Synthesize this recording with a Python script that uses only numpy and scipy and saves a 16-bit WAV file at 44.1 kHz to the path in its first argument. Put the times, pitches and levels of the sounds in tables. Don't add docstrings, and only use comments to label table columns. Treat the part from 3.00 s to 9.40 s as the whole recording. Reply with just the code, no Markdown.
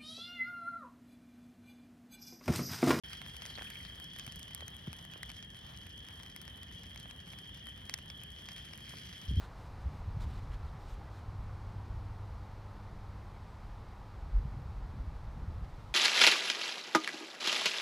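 import sys
import numpy as np
from scipy import signal
from scipy.fft import rfft, irfft
from scipy.io import wavfile

SR = 44100
rng = np.random.default_rng(int(sys.argv[2]) if len(sys.argv) > 2 else 0)


def to_wav(s):
    ch = np.atleast_2d(s).T
    pcm = np.round(np.clip(ch, -1, 1) * 32767)
    wavfile.write(sys.argv[1], SR, pcm.astype(np.int16))


N = 282240
TAP_SAMPLES = SR // 30
TIME = np.arange(N) / SR
FREQS = np.maximum(np.arange(N // 2 + 1) * SR / N, 1)


def from_db(db):
    return 10 ** (np.asarray(db) / 20)


def rms_one(x):
    return x / np.sqrt(np.mean(x ** 2) + 1e-20)


def in_time(rows):
    return np.interp(TIME, *np.transpose(rows))


def at_freqs(points):
    hz, value = np.transpose(points)
    return np.interp(np.log(FREQS), np.log(hz), value)


def spread(shape=None):
    return 2 * rng.random(shape) - 1


def drift(per_s):
    knots = rng.standard_normal(2000)
    return np.interp(TIME * per_s, np.arange(len(knots)), knots)


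def colour(x, spectrum):
    cepstrum = irfft(np.log(from_db(at_freqs(spectrum))), N)
    cepstrum[1:N // 2] *= 2
    cepstrum[N // 2 + 1:] = 0
    return rms_one(irfft(rfft(x) * np.exp(rfft(cepstrum)), N))


def band(x, low_hz, high_hz):
    sos = signal.butter(2, [low_hz, min(high_hz, .45 * SR)], "band", fs=SR, output="sos")
    return signal.sosfilt(sos, x + 1e-18)


def noise(spectrum):
    return colour(rng.standard_normal((2, N)), spectrum)


def forest(x, t60_s=0.47):
    scatter = rng.standard_normal((2, SR)) * from_db(-60 * TIME[:SR] / t60_s)
    return rms_one(irfft(rfft(x) * rfft(scatter, N), N))


def ports(pair, floor_likeness=0):
    # frequency in Hz, lead of the left port in radians.
    left_lead = [(20, 0.25), (330, 0.18), (520, 1.83), (850, 2.34), (1400, 0.23), (2200, 1), (3000, 1.54),
                 (3400, 1.2), (3900, 0.9), (5000, 1.0), (6200, 1.8), (7200, 2.96), (10700, 6.2),
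                 (13600, 9.3), (16000, 10.5)]
    # frequency in Hz, likeness of the ports from 0 to 1.
    likeness = [(20, 1), (100, 1), (170, 0.99), (280, 0.81), (480, 0.047), (850, 0.31), (1400, 0.036),
                (2100, 0.56), (3200, 0.6), (4000, 0.5), (5000, 1), (7200, 0.99), (11000, 0.92),
                (16000, 0.92)]
    alike = np.clip(at_freqs(likeness), floor_likeness, 1)
    mid = np.sqrt((1 + alike) / 2) * rfft(pair[0])
    side = np.sqrt((1 - alike) / 2) * rfft(pair[1])
    return irfft([mid + side, (mid - side) * np.exp(-1j * at_freqs(left_lead))], N)


def air(rumble_db=-53.5, hush_db=-67.0, waver_db=4.0):
    # frequency in Hz, gain in dB.
    rumble_eq = [(20, -39), (35, -15.5), (58, 1), (85, 0.5), (120, -4), (170, -3.5), (240, -10.5),
                 (330, -17), (500, -19.5), (900, -30.5), (2000, -54.5)]
    hush_eq = [(150, -10), (350, -8), (700, 4.5), (1200, 3), (2300, -8), (3800, -1.5), (6000, -27),
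               (10000, -16.5), (16000, -14)]
    rumble = from_db(rumble_db) * noise(rumble_eq)
    return rumble + from_db(hush_db + waver_db * drift(14)) * noise(hush_eq)


def grains(per_s, spread_db, max_spreads, tail_s, colour_db=8.0):
    sizes = from_db(spread_db * np.minimum(rng.exponential(1, N), max_spreads))
    hits = sizes * (rng.random(N) < per_s / SR)
    decay = np.exp(-2 / (tail_s * SR))
    edges_hz = [150, 1300, 2900, 7000, 17000]
    out = 0
    for k, (low, high) in enumerate(zip(edges_hz, edges_hz[1:])):
        share = hits * from_db(colour_db * np.sqrt(3) * spread(N))
        tails = np.sqrt(signal.lfilter([1 - decay], [1, -decay], share ** 2 + 1e-18))
        clicks = share * rng.choice([-1, 1], (2, N))
        shiver = tails * rng.standard_normal((2, N))
        out = out + (-1) ** k * band(clicks + shiver, low, high)
    return out


def rain(patter_db=12.5, hiss_db=5.0):
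    # time in seconds, level in dB.
    fader = [(0.05, -73), (0.56, -68.5), (0.77, -74.5), (2.86, -76.5), (5.08, -76), (5.91, -70),
             (6.35, -73)]
    # frequency in Hz, gain in dB.
    patter_eq = [(200, -20), (600, 0.5), (1300, -1), (2200, 3), (3800, -1.5), (5500, -1), (8000, -7.5),
                 (12000, -9.5), (16000, -26)]
    drops = colour(grains(per_s=130, spread_db=4.0, max_spreads=0.84, tail_s=0.026), patter_eq)
    return from_db(in_time(fader)) * (from_db(patter_db) * drops + from_db(hiss_db) * noise(patter_eq))


def rustle():
    # crest in seconds, level in dB, rise and fall in seconds per 20 dB,
    # swish in dB relative to that level.
    shifts = [(0.13, -54.5, 0.28, 0.2, -6), (0.52, -59.5, 0.85, 0.22, -8), (0.62, -56, 0.1, 1, -20),
              (0.84, -58.5, 0.57, 0.45, -8), (1.2, -63, 0.33, 0.74, -0.5), (6.0, -61.5, 1, 0.87, -5)]
    # frequency in Hz, gain in dB.
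    rustle_eq = [(100, -25), (400, -4.5), (900, -8), (1800, 8), (2500, 1), (3300, -17), (4500, -13.5),
                 (7000, -9), (15000, -12)]
    clumped_per_s = 500 * from_db(3.4 * drift(40))
    crackle = grains(clumped_per_s, spread_db=2.0, max_spreads=1.7, tail_s=0.0078, colour_db=1.0)
    swish = rms_one(band(crackle, 3700, 5600))
    crest_s, level_db, rise_s, fall_s, swish_db = np.transpose(shifts)[:, :, None]
    from_crest = np.maximum((crest_s - TIME) / rise_s, (TIME - crest_s) / fall_s)
    swells = from_db(level_db - 20 * from_crest.clip(0, 10))
    soft = swells.max(axis=0) * colour(crackle, rustle_eq)
    return soft + (swells * from_db(swish_db)).max(axis=0) * swish


def tap(tail_s, shiver, ring=0.0, ring_hz=1930, ring_s=0.0013, rebound=0.1, aside=2.4):
    t = TIME[:TAP_SAMPLES]
    fade = np.exp(-t / tail_s)
    hit = shiver * rng.standard_normal((2, len(t))) * fade / np.linalg.norm(fade)
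    hit[:, 0] += [1, aside * rng.choice([-1, 1])]
    hit[0, int(rng.uniform(.0012, .0026) * SR)] += rebound * spread()
    tone = np.exp(-t / ring_s) * np.cos(2 * np.pi * ring_hz * t)
    hit[0] += ring * tone / (ring_s * SR / 2)
    return hit / np.linalg.norm(hit[0]) / (1 + ring / 2)


def tap_span(start_s):
    start = int(start_s * SR)
    return slice(start, start + TAP_SAMPLES)


def knocks(rows, log_width, tail_s, shiver):
    out = np.zeros((2, N + SR))
    for start_s, level_db, hz in rows:
        knock = band(tap(tail_s, shiver), hz * np.exp(-log_width), hz * np.exp(log_width))
        out[:, tap_span(start_s)] += from_db(level_db) * knock
    return out[:, :N]


def cracks():
    # start in seconds, level ahead of the band-pass in dB, pitch in Hz.
    crunches = [(.479, -19, 4400), (.494, -17, 4400), (.508, -19, 4300), (.541, -16, 4160),
                (.555, -10, 4200), (.583, -10, 1680), (.593, -13, 1650), (.623, -22, 1470),
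                (.626, -23, 2380), (.649, -11, 1500), (.670, -8, 2640), (.690, -26, 1600),
                (.722, -17, 2120), (.733, -14, 2110), (.753, -11, 2200), (.760, -11, 2260),
                (.728, -18, 4250), (.785, -24, 4180), (.803, -9, 2000), (.832, -20, 2150),
                (.866, -17, 4040), (.878, -16, 2050), (3.025, -24, 2980)]
    return knocks(crunches, log_width=0.11, tail_s=0.0062, shiver=2.2)


def pats():
    # start in seconds, level ahead of the band-pass in dB, pitch in Hz.
    dull_knocks = [(.585, -13, 546), (.612, -16, 490), (.622, -14.5, 700), (1.624, -16, 656),
                   (1.874, -16, 480), (2.159, -16, 546), (4.057, -19.5, 890), (5.938, -17, 590)]
    return knocks(dull_knocks, log_width=0.87, tail_s=0.0036, shiver=1.0)


def bumps(rise_cycles=0.19, settle_s=0.0083, overtone_ratio=2.01, overtone_db=-13, finger_cut_hz=450):
    # start in seconds, level in dB, first and settled pitch in Hz, seconds to fall 60 dB.
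    nudges = [(1.272, -34, 133, 123, 0.063), (1.369, -33, 74.5, 66, 0.073), (1.8734, -27.5, 307, 71, 0.087),
              (6.282, -27.5, 70, 65.6, 0.62), (6.308, -26, 193, 137, 0.053), (6.334, -20, 84.5, 81, 0.057),
              (6.351, -26, 52, 44.4, 0.084), (6.366, -18, 98, 78, 0.21), (6.383, -32, 300, 198, 0.03)]
    out = np.zeros(N)
    for start_s, level_db, first_hz, hz, t60 in nudges:
        t = np.maximum(TIME - start_s, 0)
        phase = 2 * np.pi * (hz * t + (first_hz - hz) * settle_s * (1 - np.exp(-t / settle_s)))
        wobble = np.sin(phase) + from_db(overtone_db) * np.sin(overtone_ratio * phase)
        attack = (1 - np.exp(-t * hz / rise_cycles)) ** 2
        out += from_db(level_db - np.minimum(60 * t / t60, 200)) * attack * wobble
    return signal.sosfilt(signal.butter(2, finger_cut_hz, fs=SR, output="sos"), out)


def trillers(crowd_db=-66.0, pulse_hz=30, wander_hz=26):
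    # frequency in Hz, gain in dB.
    crowd_eq = [(1000, -35.5), (1450, -3), (1650, 1), (1780, 5), (1950, 6), (2150, -10), (2600, -16),
                (3200, -43.5)]
    # pitch in Hz, level in dB.
    trills = [(1716, -72.5), (1785, -77.5), (1860, -84.5)]
    crowd = noise(crowd_eq) * from_db(crowd_db + 0.5 * drift(25.44))
    voices = 0
    for hz, level_db in trills:
        pulses = 1 + 0.68 * np.sin(2 * np.pi * (pulse_hz * TIME + rng.random()))
        tone = np.sqrt(2) * np.sin(2 * np.pi * np.cumsum(hz + wander_hz * drift(8)) / SR)
        voices = voices + from_db(level_db) * pulses * tone
    return crowd + np.std(voices) * forest(voices)


def peep(hz, length_s, glide, swell=0.81):
    progress = np.linspace(0, 1, int(length_s * SR))
    cycles = hz * np.cumsum(1 + glide * (np.sqrt(progress) - 2 / 3)) / SR
    return np.sin(np.pi * progress).clip(0) ** swell * np.sin(2 * np.pi * cycles)


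def far_peepers(groups=5, per_group=40, middle_hz=3180, spread_hz=185, period_s=0.8, trim_db=3.0):
    # time in seconds, level in dB ahead of the trim.
    fader = [(0.05, -55.5), (0.6, -54.5), (1.5, -56.3), (2.9, -57.6), (3.7, -58), (4.2, -57.5),
             (5.1, -56.5), (5.55, -56), (6.35, -56.5)]
    rank = np.linspace(.015, .985, groups * per_group)
    pitches = middle_hz + spread_hz * np.arctanh(2 * rank - 1)
    chorus = 0
    for group in range(groups):
        voices = np.zeros(N + SR)
        for hz, turn in zip(pitches[group::groups], rng.permutation(per_group)):
            own_period_s = period_s * rng.uniform(.9, 1.1)
            voice_db = -2.0 * ((hz - middle_hz) / spread_hz) ** 2
            for k, (late, sharp, loud) in enumerate(rng.standard_normal((14, 3))):
                start = int((turn / per_group + k - 1 + 0.03 * late) * own_period_s * SR)
                if 0 <= start < N:
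                    call = peep(hz * (1 + 0.00893 * sharp), length_s=0.1009, glide=0.0494)
                    voices[start:start + len(call)] += from_db(voice_db + 0.4 * loud) * call
        voices[:SR] += voices[N:]
        chorus = chorus + forest(voices[:N])
    return from_db(in_time(fader) + trim_db) * rms_one(chorus)


def near_peepers(direct_db=2.0, echo_db=-7.0, vary=0.25):
    # crest in seconds, pitch in Hz, level in dB ahead of the direct and echo gains.
    near_calls = [(.07, 3101, -56), (0.108, 3198, -51), (0.221, 3210, -52), (.29, 3214, -53),
                  (0.371, 3090, -53), (.43, 3273, -50), (.5, 3250, -49), (0.561, 3090, -59),
                  (0.611, 3150, -52), (0.662, 3210, -53), (0.759, 3140, -52), (.8, 3220, -59),
                  (1.031, 3198, -48), (1.05, 3316, -51), (1.071, 3112, -53), (1.15, 3370, -52),
                  (1.2, 3180, -48), (1.29, 3150, -56), (1.37, 3326, -50), (1.53, 3150, -53),
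                  (1.63, 3143, -50.5), (1.741, 3310, -49), (1.87, 3080, -56), (2.14, 3250, -56),
                  (2.23, 3020, -67), (2.3, 3060, -51), (2.39, 3198, -47.5), (2.569, 3170, -58),
                  (3.042, 3245, -54), (3.14, 3180, -54), (3.27, 3130, -53), (3.501, 3160, -52),
                  (3.619, 3112, -50), (3.77, 3310, -51.5), (3.922, 3190, -55), (4.04, 3112, -51),
                  (4.099, 3122, -53), (4.199, 3219, -50), (4.301, 3160, -55), (4.39, 3230, -56),
                  (4.49, 3176, -52), (4.681, 3130, -49), (4.702, 3057, -49), (5.17, 3260, -53),
                  (5.29, 3280, -51), (5.54, 3219, -49), (5.59, 3130, -55), (5.64, 3262, -52),
                  (5.88, 3170, -58), (6.3, 3230, -47.5), (6.379, 3165, -49)]
    calls = np.zeros(N + SR)
    for crest_s, hz, level_db in near_calls:
        length_s = 0.065 * np.exp(vary * spread())
        glide = 0.0414 * (1 + 2 * vary * spread())
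        call = peep(hz, length_s, glide, swell=2.8)
        start = max(int(crest_s * SR) - len(call) // 2, 0)
        calls[start:start + len(call)] += from_db(level_db) * call
    out = from_db(echo_db) * np.std(calls[:N]) * forest(calls[:N])
    out[0] += from_db(direct_db) * calls[:N]
    return out


def drip_tones(contact_s=0.00075):
    # start in seconds, relative level in dB, pitch in Hz, seconds to fall 60 dB.
    rings = [(1.197, -37, 6460, 0.0055), (1.681, -34.5, 6140, 0.0048), (2.2318, -26, 2010, 0.0063),
             (3.479, -39.5, 5450, 0.0055), (4.1094, -39, 3280, .005), (4.9403, -25, 2870, 0.0047),
             (5.101, -33, 5060, 0.0047), (5.7352, -41, 5300, 0.0087)]
    out = np.zeros((2, N + SR))
    t = TIME[:TAP_SAMPLES]
    for start_s, level_db, hz, t60 in rings:
        envelope = from_db(level_db - 60 * t / t60) * (1 - np.exp(-t / contact_s))
        out[0, tap_span(start_s)] += 2 * envelope * np.sin(2 * np.pi * hz * t)
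    return out[:, :N]


def small_drips(per_s=14):
    chance = spread((400, 6))
    starts_s = (np.arange(len(chance)) + (1 + chance[:, 0]) / 2) / per_s
    levels_db = (-25.5, -28, -29) + chance[:, 1:4] * (8, 5, -2)
    pitches_hz = (1960, 5300) * np.exp(0.52 * chance[:, 4:])
    rows = np.column_stack([starts_s, levels_db, pitches_hz])
    return rows[starts_s < N / SR]


def drips(thud_trim_db=-6.5, leaf_trim_db=2.0, spray_trim_db=-5.5, far_blur=3.3):
    # start in seconds, relative levels of ring, snap
    # and spray in dB, pitches of ring and snap in Hz.
    near_drips = [(0.132, -13, -11.5, -24, 1280, 4640), (0.2166, -10.5, -27, -23, 2100, 4400),
                  (0.2635, -13.5, -36, -25, 1800, 5000), (0.3671, -21, -15, -19.5, 2450, 6200),
                  (0.4207, -15, -14, -24, 2720, 4800), (0.454, -12, -14, -21.5, 1940, 5400),
                  (0.462, -26, -10, -31, 2500, 6040), (0.5538, -18, -18, -42, 2100, 4360),
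                  (0.577, -11, -38, -49, 1900, 4300), (0.593, -10.5, -38, -49, 1900, 4500),
                  (0.6207, -11, -23, -29, 1700, 5500), (0.7025, -15, -21, -16, 2400, 6100),
                  (0.8505, -16, -17, -44, 1800, 4800), (0.8604, -20, -30, -40, 2340, 3800),
                  (1.0, -16.5, -25, -23, 1790, 4700), (1.0425, -20, -17, -23, 1810, 5100),
                  (1.163, -14.5, -21, -26, 1840, 5400), (1.187, -15, -20, -17.5, 1950, 5800),
                  (1.1964, -15.5, -8.5, -20, 1620, 6100), (1.2663, -15, -21, -15, 2320, 4900),
                  (1.2777, -13, -34, -28, 1200, 3900), (1.3225, -19, -16.5, -23, 1850, 4900),
                  (1.3595, -21, -41, -14.5, 1700, 5400), (1.3945, -20, -21, -19.5, 2200, 6300),
                  (1.43, -32, -12.5, -20, 2640, 6600), (1.548, -17.5, -11.5, -8, 2000, 5600),
                  (1.6073, -13, -16, -41, 1920, 4000), (1.681, -15, -21, -14, 1700, 6060),
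                  (1.7665, -35, -36, -23, 2100, 5600), (1.9905, -22, -20, -42, 2000, 5300),
                  (1.93, -11.5, -17, -20, 2580, 5600), (2.051, -16.5, -29, -24, 1880, 4500),
                  (2.1365, -14.5, -28, -25, 2500, 4700), (2.2316, -11, -9.5, -17, 2420, 3870),
                  (2.2945, -17, -18, -29, 2350, 5000), (2.3017, -13, -17, -24, 2250, 5100),
                  (2.3166, -19, -16.5, -27, 1650, 6000), (2.367, -24, -18, -44, 2190, 5200),
                  (2.4268, -20.5, -15.5, -43, 1420, 4970), (2.7745, -37, -17.5, -30, 1700, 5600),
                  (2.868, -19, -33, -23.5, 1850, 5300), (2.978, -35, -23, -30, 2500, 6040),
                  (3.0865, -18, -20, -25, 1690, 5000), (3.2, -17.5, -27, -45, 1950, 4300),
                  (3.2329, -20, -21, -23, 1900, 5500), (3.263, -19.5, -24, -27, 1950, 5600),
                  (3.363, -15, -14, -17.5, 2070, 5570), (3.4161, -21, -20, -16.5, 1390, 4600),
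                  (3.479, -15, -13.5, -34, 1750, 4900), (3.632, -18, -18, -22.5, 1900, 4930),
                  (3.8338, -28, -20, -33, 2100, 5400), (3.947, -33, -28, -30, 2000, 5200),
                  (3.96, -14, -24, -23, 2170, 4600), (3.9765, -25, -14.5, -32, 2650, 5130),
                  (4.1103, -15.5, -14.5, -35, 2540, 4360), (4.334, -13, -38, -30, 2250, 5600),
                  (4.0004, -28, -25, -22, 2000, 5000), (4.3875, -23, -22, -25.5, 2200, 5170),
                  (4.658, -27, -35, -27, 1900, 5000), (4.6698, -13, -25, -23, 1950, 4320),
                  (4.896, -6, -8, -19.5, 2040, 4180), (4.9398, -4.5, 3, -17, 1850, 5630),
                  (4.9422, -20, -20, -13, 2080, 6000), (4.978, -24, -23, -23, 2040, 6230),
                  (4.987, -17, -24, -25, 2410, 4000), (5.1013, -15.5, -17, -33, 2270, 4300),
                  (5.2357, -17, -35, -16.5, 2550, 5800), (5.4876, -10.5, -13.5, -31, 1940, 6400),
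                  (5.5637, -15, -20, -22, 2300, 4500), (5.7352, -12.5, -21, -31, 2250, 5240),
                  (5.5185, -20, -16.5, -26, 2100, 5200), (5.5813, -21, -19, -37, 2000, 4800),
                  (5.8936, -29, -17.5, -26, 2100, 5300), (5.777, -29, -37, -19.5, 2000, 4600),
                  (5.985, -21, -17, -28, 2180, 4800)]
    thud, leaf, snap, spray = np.zeros((4, 2, N + SR))
    for rows, blur in ((near_drips, 1), (small_drips(), far_blur)):
        for start_s, ring_db, snap_db, spray_db, ring_hz, snap_hz in rows:
            at = tap_span(start_s)
            thud[:, at] += from_db(ring_db + thud_trim_db) * tap(tail_s=0.004, shiver=1.0)
            leaf[:, at] += from_db(ring_db + leaf_trim_db) * tap(
                tail_s=0.0092, shiver=0.51 * blur, ring=3.4, ring_hz=ring_hz, ring_s=0.0018)
            snap[:, at] += from_db(snap_db) * tap(
                tail_s=0.0016 * blur, shiver=1.86 * blur, ring=2.1, ring_hz=snap_hz, ring_s=0.00064)
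            spray[:, at] += from_db(spray_db + spray_trim_db) * tap(
                tail_s=0.00065 * blur, shiver=1.1 * blur)
    body = band(thud, 590, 1340) - band(leaf, 1450, 3620)
    top = band(snap, 2400, 6830) - band(spray, 6800, 13900)
    return (body + top)[:, :N]


def scene():
    frogs = far_peepers() + near_peepers() + trillers()
    ambience = ports(frogs + air() + rain() + rustle() + cracks() + pats())
    dripping = ports(drips() + drip_tones(), floor_likeness=0.57)
    return ambience + dripping + bumps()


def record(dry, opens_s=0.036, cutoff_hz=16200):
    gate = np.where(TIME < opens_s, from_db(-56), 1)
    return signal.sosfilt(signal.ellip(10, .1, 80, cutoff_hz, fs=SR, output="sos"), dry * gate)


dry = scene()
out = record(dry)
to_wav(out)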